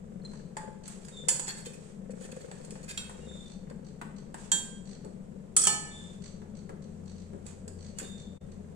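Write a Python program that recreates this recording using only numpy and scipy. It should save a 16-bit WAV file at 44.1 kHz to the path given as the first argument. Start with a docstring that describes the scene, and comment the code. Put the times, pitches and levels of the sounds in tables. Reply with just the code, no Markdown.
"""A room rumbles low under a far motor's hum; a cat purrs close by and a bird calls outside.
Fingers rub, tap and bump a tin of cat food over a china plate, and its thin wall buckles with a click.
The loose lid clinks and scrapes on the tin, then bounces and skids on the plate; steel and china ring.
The small room's tiled walls add an echo. Near the end the level dips briefly."""
import sys
import numpy as np
from scipy import signal
from scipy.fft import rfft, irfft, next_fast_len
from scipy.io import wavfile
from scipy.ndimage import map_coordinates

SR = 44100
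rng = np.random.default_rng(int(sys.argv[2]) if len(sys.argv) > 2 else 0)


def unload_audio(sound):
    """Save the sound as a 16-bit wav file, at the path given as the first command line argument."""
    columns = np.transpose(np.atleast_2d(sound))
    # keep every value between -1 and 1, then stretch to whole-number steps
    steps = np.round(np.clip(columns, -1, 1) * 32767)
    wavfile.write(sys.argv[1], SR, steps.astype(np.int16))


N = 385875


def amp(db):
    """Decibels to gain."""
    return 10 ** (np.asarray(db) / 20)


def unit(x):
    """Scale to rms 1."""
    return x / np.sqrt(np.mean(x ** 2) + 1e-20)


def along(points, hz):
    """Interpolate (Hz, value) points on a log axis."""
    f, v = np.transpose(points)
    return np.interp(np.log(hz + 1), np.log(f + 1), v)


def curves(rows):
    """One value per sample for each column after the time."""
    s, *cols = np.transpose(rows)
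    return [np.interp(np.arange(N) / SR, s, c) for c in cols]


def wobble(knots_per_s, size=N):
    """A smooth random curve."""
    knots = rng.standard_normal(int(size * knots_per_s / SR) + 4)
    return map_coordinates(knots, [np.arange(size) * knots_per_s / SR])


def bouts(rows, attack_s, release_s):
    """Gain of (start s, length s, dB) gestures: each rises, holds and dies away."""
    t = np.arange(N) / SR
    gain = np.zeros(N)
    for s, length_s, db in rows:
        rise = np.clip((t - s) / attack_s, 0, 1)
        gain += amp(db) * rise * np.exp(-np.maximum(t - s - length_s, 0) / release_s)
    return gain


def swell(size):
    """A rounded rise and fall."""
    return np.sqrt(np.abs(np.sin(np.linspace(0, np.pi, size))))


def fade(t60_s, attack_s):
    """One second of a quick rise and an exponential decay."""
    t = np.arange(SR) / SR
    return np.exp(-np.log(1000) * t / t60_s) * (1 - np.exp(-t / attack_s))


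def add(track, s, sound):
    """Mix a sound in at time s."""
    part = track[:, max(round(s * SR), 0):][:, :sound.shape[-1]]
    part += sound[..., :part.shape[1]]


def noise(spectrum, coherence, lag_ms=0, size=N, body=()):
    """Coloured stereo noise of rms 1 through a body's resonances; the left side lags."""
    m = next_fast_len(size)
    hz = np.fft.rfftfreq(m, 1 / SR)
    peaks = sum(amp(db) ** 2 / (1 + (2 * (hz - centre) / width) ** 2) ** 2 for centre, width, db in body)
    a, b = rfft(rng.standard_normal((2, m))) * amp(along(spectrum, hz)) * np.sqrt(1 + peaks)
    turn = np.arccos(coherence) / 2
    mid, side = a * np.cos(turn), b * np.sin(turn)
    delay = np.exp(-2j * np.pi * hz * lag_ms / 1000)
    return unit(irfft([(mid + side) * delay, mid - side], m)[:, :size])


def ring(modes, tilt_db=0, scatter_db=1, split_hz=11, twin=.2):
    """Struck modes of a round body, each beating with a close twin; sides about a quarter cycle apart."""
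    out = np.zeros((2, SR))
    gains = amp([db + tilt_db * np.log2(hz) for hz, db, _ in modes])
    gains /= np.sqrt(np.sum(gains ** 2) * (1 + twin ** 2) / 2)
    for (hz, _, t60_s), gain in zip(modes, gains):
        t = np.arange(int(np.clip(t60_s, .02, 1) * SR)) / SR
        cycles = hz * t + rng.random() + np.array([[0], [rng.normal(1 / 4, .07)]])
        beat = rng.normal(0, split_hz) * t + rng.choice([-1, 1]) / 4
        pair = np.sin(2 * np.pi * cycles) + twin * np.sin(2 * np.pi * (cycles + beat))
        add(out, 0, gain * amp(scatter_db * rng.standard_normal()) * fade(t60_s, .0008)[:len(t)] * pair)
    return out


# Tiled room's decay. Each row: frequency in Hz, t60 in seconds.
ROOM_T60 = [(200, 0.81), (1000, 0.69), (4000, 0.6), (8000, 0.55), (14000, 0.36)]
def room(x):
    """Echo of the tiled walls, each frequency dying at its own speed."""
    hz, t, bins = signal.stft(rng.standard_normal((2, SR * 2 // 3)), SR, nperseg=256)
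    tail = signal.istft(bins * amp(-60 * t / along(ROOM_T60, hz)[:, None]), SR, nperseg=256)[1]
    tail = np.pad(tail / np.linalg.norm(tail[0]), ((0, 0), (SR // 300, 0)))
    return signal.fftconvolve(x, tail, axes=1)[:, :x.shape[1]]


# Rumble's course. Each row: time in seconds, level in dB.
RUMBLE_LEVELS = [(0, -54), (.37, -50), (.75, -56), (1.6, -55), (2.1, -50), (2.45, -58), (2.76, -49.5),
                 (3.05, -53.5), (3.9, -51.5), (4.45, -52), (7, -51.5), (7.6, -54), (8.1, -52), (8.75, -55)]
# Rumble and still air. Each row, as in every SPECTRUM: frequency in Hz, relative density in dB.
RUMBLE_SPECTRUM = [(25, -7.5), (50, -19.5), (110, -20.5), (135, -7), (157, 1), (170, -3.5), (188, 3),
                   (218, -2), (250, -13.5), (330, -19.5), (600, -28), (1200, -63.5), (3000, -120)]
AIR_SPECTRUM = [(25, -16), (60, -6.5), (110, -12), (195, -2), (290, -26.5), (400, -7.5), (660, -20),
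                (1100, -28.5), (2000, -36.5), (4500, -47), (8500, -47), (10500, -54), (12800, -52),
                (14500, -84)]
def room_tone(sway_db=.82):
    """Low rumble booms in the room and sways a little over still air."""
    rumble_db, = curves(RUMBLE_LEVELS)
    rumble = amp(rumble_db + sway_db * wobble(5)) * noise(RUMBLE_SPECTRUM, 1, lag_ms=.15)
    return rumble + amp(-58.5) * noise(AIR_SPECTRUM, .15, lag_ms=.3)


# Motor's course. Each row: time in seconds, pitch in Hz, relative level in dB.
MOTOR_COURSE = [(0, 86.6, -63.5), (1.9, 88.93, -69), (2.4, 63.75, -69), (3.2, 66.1, -54.5),
                (4.5, 68.5, -65), (5.4, 83, -59.5), (6.1, 87.9, -53), (8, 87.46, -49.5),
                (8.75, 85.1, -51.5)]
MOTOR_SPECTRUM = [(15, -15.5), (28, 0), (48, 3.5), (75, -8), (130, -42.5), (400, -120)]
def motor():
    """A far motor hums at a drifting pitch over its own rumble."""
    hz, db = curves(MOTOR_COURSE)
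    hum = amp(1.9 * wobble(5.5)) * unit(np.sin(2 * np.pi * np.cumsum(hz) / SR))
    return amp(db - 8) * (hum + amp(-10) * noise(MOTOR_SPECTRUM, .28))


# One bout per breath. Each row: start in seconds, length in seconds, level in dB.
PURR_BOUTS = [(.03, 0.38, -60), (.56, 0.13, -48.5), (1.13, 0.24, -53), (1.52, 0.18, -55.5),
              (1.95, 0.5, -57), (2.25, 0.6, -58.5), (3.07, 0.29, -56.5), (3.62, 0.11, -49)]
THROAT_SPECTRUM = [(60, -19.5), (120, -23.5), (190, 7.5), (280, -18), (400, -4.5), (520, 5.5), (620, -16.5),
                   (800, -23.5), (1700, -22.5), (3000, -35.5), (6000, -100)]
def purr(rate_hz=25.4, decay_cycles=.18, rest_db=-66):
    """The larynx lets out puffs that die away in the throat, going on faintly between bouts."""
    effort = np.hypot(amp(rest_db), bouts(PURR_BOUTS, attack_s=.15, release_s=.0089))
    cycle = np.cumsum(rate_hz * (1 + .02 * wobble(4))) / SR % 1
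    puffs = unit(np.exp(-cycle / decay_cycles) * (1 - np.exp(-cycle / .047)))
    voice = effort * puffs * noise(THROAT_SPECTRUM, .72, lag_ms=.56)
    return voice + amp(-7.5) * room(voice)


# Each row: start in seconds, length in seconds, relative level in dB, pitch in Hz.
BIRD_PIPS = [(0.218, .01, -61, 4220), (0.248, 0.019, -40, 4140), (3.2, 0.08, -63.5, 2820),
             (7.95, 0.13, -62.5, 2870)]
# Each row: start in seconds, length in seconds, relative level in dB.
BIRD_CHIRPS = [(0.289, 0.14, -63), (0.83, 0.047, -55), (3.453, 0.1, -59), (3.84, 0.061, -61),
               (4.157, 0.041, -58), (4.847, 0.12, -56.5), (6.214, 0.079, -53), (6.544, 0.059, -59.5),
               (6.815, 0.035, -60.5), (7.051, 0.085, -60), (7.155, 0.081, -61.5), (7.781, 0.13, -57),
               (8.173, 0.052, -57), (8.511, 0.027, -63)]
RASP_SPECTRUM = [(2500, -9.5), (3700, -10.5), (4400, 1.5), (5200, -13), (6100, 0), (6800, -8.5),
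                 (8000, -1.5), (10000, -31.5), (13000, -66.5)]
# Each row: start, length and accent delay in seconds, relative level in dB, first and last pitch in Hz.
BIRD_WHISTLES = [(1.117, 0.15, 0.065, -46, 3650, 3550), (3.255, 0.29, 0.037, -48, 3640, 3540),
                 (5.9, 0.26, 0.041, -47.5, 3554, 3510), (8.012, 0.335, 0.047, -49.5, 3640, 3586)]
def bird(pip_drop=.015, rasp_hz=52, rise_db=4.5, fall_db=16):
    """Falling pips, pulsed raspy chirps and wavering whistles with an octave overtone."""
    pips, calls = np.zeros((2, 2, N))
    for s, length_s, db, hz in BIRD_PIPS:
        t = np.arange(int(length_s * SR)) / SR
        cycles = hz * t * (1 + pip_drop * (1 - t / length_s) / 2)
        add(pips, s, amp(db) * swell(len(t)) * np.sin(2 * np.pi * cycles))
    for s, length_s, db in BIRD_CHIRPS:
        t = np.arange(int(length_s * SR)) / SR
        pulses = unit(np.sin(np.pi * rasp_hz * t) ** 4)
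        add(calls, s, amp(db) * swell(len(t)) * pulses * noise(RASP_SPECTRUM, .13, size=len(t)))
    for s, length_s, accent_s, db, start_hz, end_hz in BIRD_WHISTLES:
        size = int(length_s * SR)
        accent_db = np.interp(np.arange(size) / SR, [0, accent_s, length_s], [-rise_db, 0, -fall_db])
        hz = np.linspace(start_hz, end_hz, size) * (1 + .016 * wobble(420, size))
        phase = 2 * np.pi * np.cumsum(hz) / SR
        tone = np.sin(phase) + amp(-6) * np.sin(2 * phase)
        flutter = unit(amp(3.5 * wobble(220, size)))
        add(calls, s, amp(db + accent_db) * swell(size) * flutter * tone)
    return amp(-7.5) * (calls + pips) + amp(-8) * room(calls + amp(-7.5) * pips)


# Shifts of grip. Each row: start in seconds, length in seconds, level in dB.
FINGER_RUBS = [(.22, 0.12, -72.5), (.84, 0.087, -58.5), (1.0, 0.9, -68), (2.14, 1.31, -67),
               (4.35, 0.11, -61.5), (5.85, 0.29, -65.5), (6.85, 0.61, -79.5), (7.45, 0.019, -56.5),
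               (7.96, 0.054, -57)]
SKIN_SPECTRUM = [(700, 1), (1800, -3), (4000, -5.5), (5500, -5.5), (7900, 4), (9400, -5.5), (10500, -26),
                 (14500, -26), (16000, -48)]
def rubs(hold_db=-77.5):
    """Fingers rustle on the tin, faintly even when they only hold it."""
    grip = np.hypot(amp(hold_db), bouts(FINGER_RUBS, attack_s=.038, release_s=.05))
    grains = amp(.5 * wobble(20)) * unit(amp(1.4 * wobble(180)))
    rustle = grip * grains * noise(SKIN_SPECTRUM, .16, lag_ms=.3)
    return rustle + amp(-6) * room(rustle)


# Open tin's wall resonances. Each row: centre in Hz, width in Hz, height in dB.
TIN_WALLS = [(1620, 170, 12), (1790, 120, 9), (2070, 70, 7), (2480, 130, 10), (2660, 110, 8),
             (3050, 60, 10), (3340, 120, 13.5), (3530, 60, 11), (3800, 60, 7), (4400, 80, 19),
             (4600, 90, 13), (5040, 110, 15), (5600, 55, 18), (5720, 70, 10), (6050, 250, 9),
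             (6300, 60, 10), (6730, 90, 18), (6890, 65, 19), (7340, 70, 14), (7540, 80, 13),
             (7850, 200, 17), (8100, 120, 12), (8330, 70, 15), (8850, 120, 20), (9250, 85, 19),
             (9560, 120, 13), (9900, 150, 11), (10600, 80, 14), (11970, 280, 13), (14600, 250, 10)]
def gripped_walls(scatter_db=4):
    """Each new grip damps the wall resonances differently."""
    return [(hz, width, db + scatter_db * rng.standard_normal()) for hz, width, db in TIN_WALLS]


def tilted(spectrum, db_per_octave):
    """Tilt a spectrum up to the steel's main resonances."""
    return [(hz, db + db_per_octave * np.log2(min(hz, 8000))) for hz, db in spectrum]


# Fingers and lid on the tin. Each row: start in seconds, level in dB, knock in dB relative to it,
# hollow ring in dB relative to the knock, tilt in dB per octave.
TIN_TAPS = [(.25, -49, -14.5, -23, -3), (.334, -50.5, -5, -23, 0), (.568, -29, -11.5, -7.5, -5),
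            (.879, -33, -27, -8.5, 8.5), (1.049, -40.5, -29, -9, 2.5), (1.084, -39, -24, -23, -1),
            (1.48, -26.5, -16.5, -20, 2), (1.658, -35, -34, -17, 1.5), (2.514, -35.5, -18, -29, -5.5),
            (2.613, -48.5, -33, -20, -1), (2.648, -41, -27, -22, 3), (2.707, -35, -32.5, -31, 0),
            (2.755, -44, -10, -22, -8), (3.095, -42, -7.5, -17.5, 6), (3.699, -45, -12, -16, -5),
            (4.014, -41, 2, -32, 6.5), (4.343, -35, -9, -16.5, 1), (5.047, -43.5, -20.5, -5.5, 3),
            (6.418, -57.5, 1, -24.5, 0.5), (6.693, -48, -2.5, -35, 3), (7.332, -58, -1, -24, 12),
            (7.465, -36.5, -35, -26, 1.5), (7.679, -35, -36, -16.5, 3.5), (7.986, -26, -37, -18, 4),
            (7.998, -30.5, -34, -23, -4)]
# Full tin's modes. Each row, as in all MODES: frequency in Hz, relative level in dB, t60 in seconds.
HOLLOW_MODES = [(865, 0, .62), (1205, -15, .3), (1520, -15, .25), (1808, -10, .32), (2140, -13, .2)]
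# Thin steel struck, steel scraped, the full tin's body knocked.
CLASH_SPECTRUM = [(900, -39.5), (2000, -12.5), (3300, -14.5), (3950, -17), (4450, -11.5), (5200, -12),
                  (6400, -15), (7000, -3.5), (7900, -1.5), (9300, -13), (10300, -18.5), (11500, -22),
                  (15000, -28), (16500, -45.5)]
SCRAPE_SPECTRUM = [(700, -2.5), (1200, 0.5), (2000, 1), (3300, -3.5), (4300, -2.5), (5400, -7.5),
                   (6800, -2.5), (8100, 1), (9300, -7), (10500, -13.5), (15500, -20)]
KNOCK_SPECTRUM = [(100, -17.5), (350, 0.5), (650, -7), (860, 7), (1150, -2), (1700, -2), (2200, -11.5),
                  (3300, -18.5), (5000, -26.5), (10000, -36.5)]
def taps():
    """Light contacts, damped by the fingers: a tinny tick, ringing walls, a knock and a hollow ring."""
    out = np.zeros((2, N))
    # Narrow resonances ring longest.
    wall_modes = [(hz, db + along(SCRAPE_SPECTRUM, hz), 4 / width) for hz, width, db in TIN_WALLS]
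    for s, db, knock_db, hollow_db, tilt_db in TIN_TAPS:
        clash = noise(tilted(CLASH_SPECTRUM, tilt_db), .088, lag_ms=.27, size=SR, body=gripped_walls())
        bite = noise(tilted(SCRAPE_SPECTRUM, tilt_db), .5, lag_ms=.3, size=SR, body=gripped_walls())
        tick = amp(-13) * clash * fade(.055, .002) + amp(-9.5) * bite * fade(.022, .0003)
        walls = amp(1.3 * db) * ring(wall_modes, tilt_db)  # heard only on harder taps
        knock = noise(KNOCK_SPECTRUM, .49, lag_ms=.46, size=SR) * fade(.068, .00035)
        tap = tick + walls + amp(knock_db - .5) * knock
        hollow = amp(knock_db + hollow_db) * ring(HOLLOW_MODES)
        add(out, s, amp(db) * (tap + hollow + amp(-4.5) * room(tap)))
    return out


# Each row: start in seconds, level in dB.
DULL_BUMPS = [(.97, -59), (4.278, -54), (4.53, -47.5), (5.039, -45), (5.569, -46.5), (5.675, -45.5),
              (6.409, -52.5), (6.69, -46), (7.33, -47), (7.67, -48), (8.01, -45)]
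THUD_SPECTRUM = [(100, -18), (200, 2), (280, -9), (420, -1), (560, -8), (750, -16), (1500, -29),
                 (4000, -73)]
def bumps(t60_s=.32, attack_s=.0068):
    """Hands meet the full tin softly: a low puff with no ring, prolonged by the room."""
    out = np.zeros((2, N))
    for s, db in DULL_BUMPS:
        add(out, s, amp(db) * noise(THUD_SPECTRUM, .79, lag_ms=.54, size=SR) * fade(t60_s, attack_s))
    return out + amp(-10.5) * room(out)


# Each row: start in seconds, clash and knock in relative dB, part struck, its ring in dB,
# plate's ring in dB, factor on the part's t60.
LID_CLINKS = [(1.2843, -24.5, -40, "tin", -34, -65.5, .8), (1.288, -23, -39.5, "tin", -29, -63.5, 0.77),
              (1.395, -34, -43, "tin", -44.5, -79, 0.64), (4.5167, -24, -38, "face", -26, -71, 0.97),
              (5.565, -21, -41.5, "rim", -20, -65, 0.77), (5.594, -36, -55.5, "rim", -36, -72.5, 0.82),
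              (5.608, -35.5, -54.5, "rim", -32.5, -72.5, 1), (5.637, -28, -57.5, "rim", -27.5, -63, 0.96),
              (5.651, -33, -46.5, "face", -35, -63, .5), (5.669, -21.5, -31, "rim", -28, -30, .6),
              (5.683, -32.5, -40, "tin", -41, -42, 0.61)]
# The steel parts and the china plate.
TIN_RIM_MODES = [(1520, -15, .2), (1680, -16, .2), (3050, -15, .2), (3340, -16, .15), (3550, -15, .22),
                 (4447, -19, .25), (4780, -18, .2), (5040, -15, .22), (6030, -9, .22), (6740, -10, .28),
                 (6902, 0, .33), (7345, 1, .36), (7448, -8, .25), (7564, -8, .25), (7709, -6, .25),
                 (7848, 0, .35), (7905, -1, .36), (7983, -4, .28), (8155, -2, .3), (8327, -8, .33),
                 (8624, -11, .3), (8850, -9, .25), (9247, 1, .24), (9550, -14, .3)]
LID_FACE_MODES = [(864, -21, .3), (1579, -10, .34), (1760, -18, .38), (3234, -2, .31), (3706, -18, .42),
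                  (4010, -23, .5), (4411, -14, .3), (5609, -17, .2), (6048, -10, .3), (6930, -2, .22),
                  (7356, -1, .35), (7883, -5, .38), (8094, -10, .3), (8330, -14, .3), (8729, -13, .3),
                  (9245, -16, .3), (9645, -23, .38), (10720, -27, .28), (12470, -29, .25)]
LID_RIM_MODES = [(1232, -18, .25), (1297, -11, .25), (3246, -13, .18), (3569, -19, .28), (3903, -26, .3),
                 (4447, -20, .22), (5728, -8, .13), (5890, -9, .13), (6200, -9, .13), (6760, -7, .2),
                 (7004, -4, .18), (7690, -1, .16), (7737, 0, .16), (7812, 0, .15), (7980, 2, .22),
                 (8125, -4, .2), (8630, -3, .2), (8685, -3, .14), (8829, -1, .13), (9119, 5, .14),
                 (9302, -4, .16), (9970, -15, .18), (14580, -20, .15)]
PLATE_MODES = [(837, -4, .75), (1273, -5, .62), (1757, -1, .72), (2293, -9, .8), (2896, 1.5, .5),
               (3052, 0, .33), (3569, -14, .35), (4408, -3, .52), (5132, -2, .35), (5604, -10, .35),
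               (5988, -6, .45), (6686, -2, .33), (6928, 0, .38), (7001, 0, .3), (7693, -1, .33),
               (7792, -1, .42), (8568, 0, .25), (8656, -1, .31), (9249, -4, .35), (10260, -16, .3),
               (10480, -12, .22), (11600, -20, .25)]
def clinks():
    """Hard contacts clash and knock, then steel and plate ring on; pressing cuts the steel's ring short."""
    out = np.zeros((2, N))
    parts = {"tin": TIN_RIM_MODES, "face": LID_FACE_MODES, "rim": LID_RIM_MODES}
    for s, clash_db, knock_db, part, ring_db, plate_db, life in LID_CLINKS:
        clash = noise(CLASH_SPECTRUM, .18, lag_ms=.3, size=SR, body=TIN_WALLS) * fade(.046, .0007)
        knock = noise(KNOCK_SPECTRUM, .52, lag_ms=.44, size=SR) * fade(.044, .0012)
        blow = amp(clash_db + 1) * clash + amp(knock_db + 1) * knock
        steel = ring([(hz, db, t60_s * life) for hz, db, t60_s in parts[part]], twin=.053)
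        tones = amp(ring_db) * steel + amp(plate_db) * ring(PLATE_MODES, twin=.25)
        # Steel and china ring nearly dry; clash and knock echo more.
        echo = room(amp(-3.5) * blow + amp(-12) * tones)
        add(out, s, blow + tones + echo)
    return out


# Each row: start in seconds, length in seconds, level in dB.
LID_STROKES = [(1.469, 0.05, -43), (1.565, 0.055, -53.5), (1.65, 0.027, -52), (1.728, 0.039, -59.5),
               (2.105, 0.021, -58), (2.2, 0.075, -56.5), (2.314, 0.014, -51.5), (2.361, 0.016, -61),
               (2.401, 0.024, -60.5), (2.447, 0.019, -68), (2.64, 0.026, -78), (2.743, 0.028, -74),
               (2.828, 0.025, -57), (2.879, 0.048, -47)]
def scrapes():
    """The lid's edge catches and slips along the tin in uneven grains that ring its walls."""
    out = np.zeros((2, N))
    for s, length_s, db in LID_STROKES:
        size = int(length_s * SR)
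        slips = unit(amp(2.2 * wobble(258, size)))
        friction = noise(SCRAPE_SPECTRUM, .5, lag_ms=.292, size=SR, body=gripped_walls())[:, :size]
        add(out, s, amp(db) * swell(size) * slips * friction)
    return out + amp(-6) * room(out)


# Each row: start in seconds, click in dB, ring in dB, pitch factor.
WALL_BUCKLES = [(1.6575, -48.5, -54, 0.95), (2.893, -54, -51, 0.97), (2.9741, -32.5, -41, 1)]
BUCKLE_MODES = [(2590, -3, .18), (2720, -10, .25), (3285, 0, .14), (3747, -3, .26), (4037, -11, .2),
                (4250, -8, .14), (4576, -10, .2), (5448, -10, .2), (5660, -2, .18), (7390, 0, .2),
                (7640, -2, .2), (8780, -2, .24)]
def buckles():
    """The thin wall gives way under the thumbs with a click, ringing higher when pressed harder."""
    out = np.zeros((2, N))
    for s, click_db, ring_db, pitch in WALL_BUCKLES:
        wall = [(hz * pitch, 130, db + 15.5) for hz, db, _ in BUCKLE_MODES]
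        crackle = noise(SCRAPE_SPECTRUM, .75, lag_ms=.27, size=SR, body=wall)
        click = amp(click_db) * crackle * fade(.05, .0026)
        tones = amp(ring_db) * ring([(hz * pitch, db, t60_s) for hz, db, t60_s in BUCKLE_MODES])
        add(out, s, click + tones + room(amp(-4) * click + amp(-11.5) * tones))
    return out


# Each row: start in seconds, length in seconds, level in dB.
LID_SKIDS = [(5.585, 0.085, -38), (5.67, 0.014, -37)]
SKID_SPECTRUM = [(800, -24.5), (1300, -14.5), (1800, -27), (2700, -28), (3300, -12), (4050, -29.5),
                 (4500, -12.5), (5200, -6), (5800, 0.5), (6300, -0.5), (6550, -12.5), (7000, -1),
                 (7900, -3), (8400, -7.5), (9100, 4), (9700, -10), (11000, -20.5), (15500, -28)]
def skids():
    """Between bounces the lid's rim chatters over the plate's glaze in bright, uneven grains."""
    chatter = unit(amp(5 * wobble(550)))
    contact = bouts(LID_SKIDS, attack_s=.002, release_s=.008)
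    out = contact * chatter * noise(SKID_SPECTRUM, .18, lag_ms=.3)
    return out + amp(-12.5) * room(out)


def scene():
    """The surroundings and the handled tin, in stereo."""
    surroundings = room_tone() + motor() + purr() + bird()
    return surroundings + rubs() + taps() + bumps() + clinks() + scrapes() + buckles() + skids()


# Each row: time in seconds, gain in dB. The end gains hold before and after the dip.
LEVEL_DIP = [(8.375, 6), (8.389, -19), (8.402, -20), (8.414, 7)]
# Port resonances, right near 7 kHz, left near 9 kHz. Each row: frequency in Hz, left minus right in dB.
PORT_BALANCE = [(60, 4.5), (350, 9), (700, 3.5), (1400, 0.5), (2400, 2), (3400, 0), (4600, -1), (6000, -4),
                (7100, -12), (8100, -5), (9200, 6), (12000, 0.5)]
def record(dry, top_hz=15900):
    """Each microphone port colours its side; the level dips once; nothing passes above top_hz."""
    gain_db, = curves(LEVEL_DIP)
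    m = next_fast_len(N + SR // 2)
    hz = np.fft.rfftfreq(m, 1 / SR)
    ports = amp(np.outer([1, -1], along(PORT_BALANCE, hz)) / 2)
    ports /= np.sqrt(np.mean(ports ** 2, axis=0))
    return irfft(rfft(dry * amp(gain_db), m) * ports * (hz < top_hz), m)[:, :N]


dry = scene()
out = record(dry)
unload_audio(out)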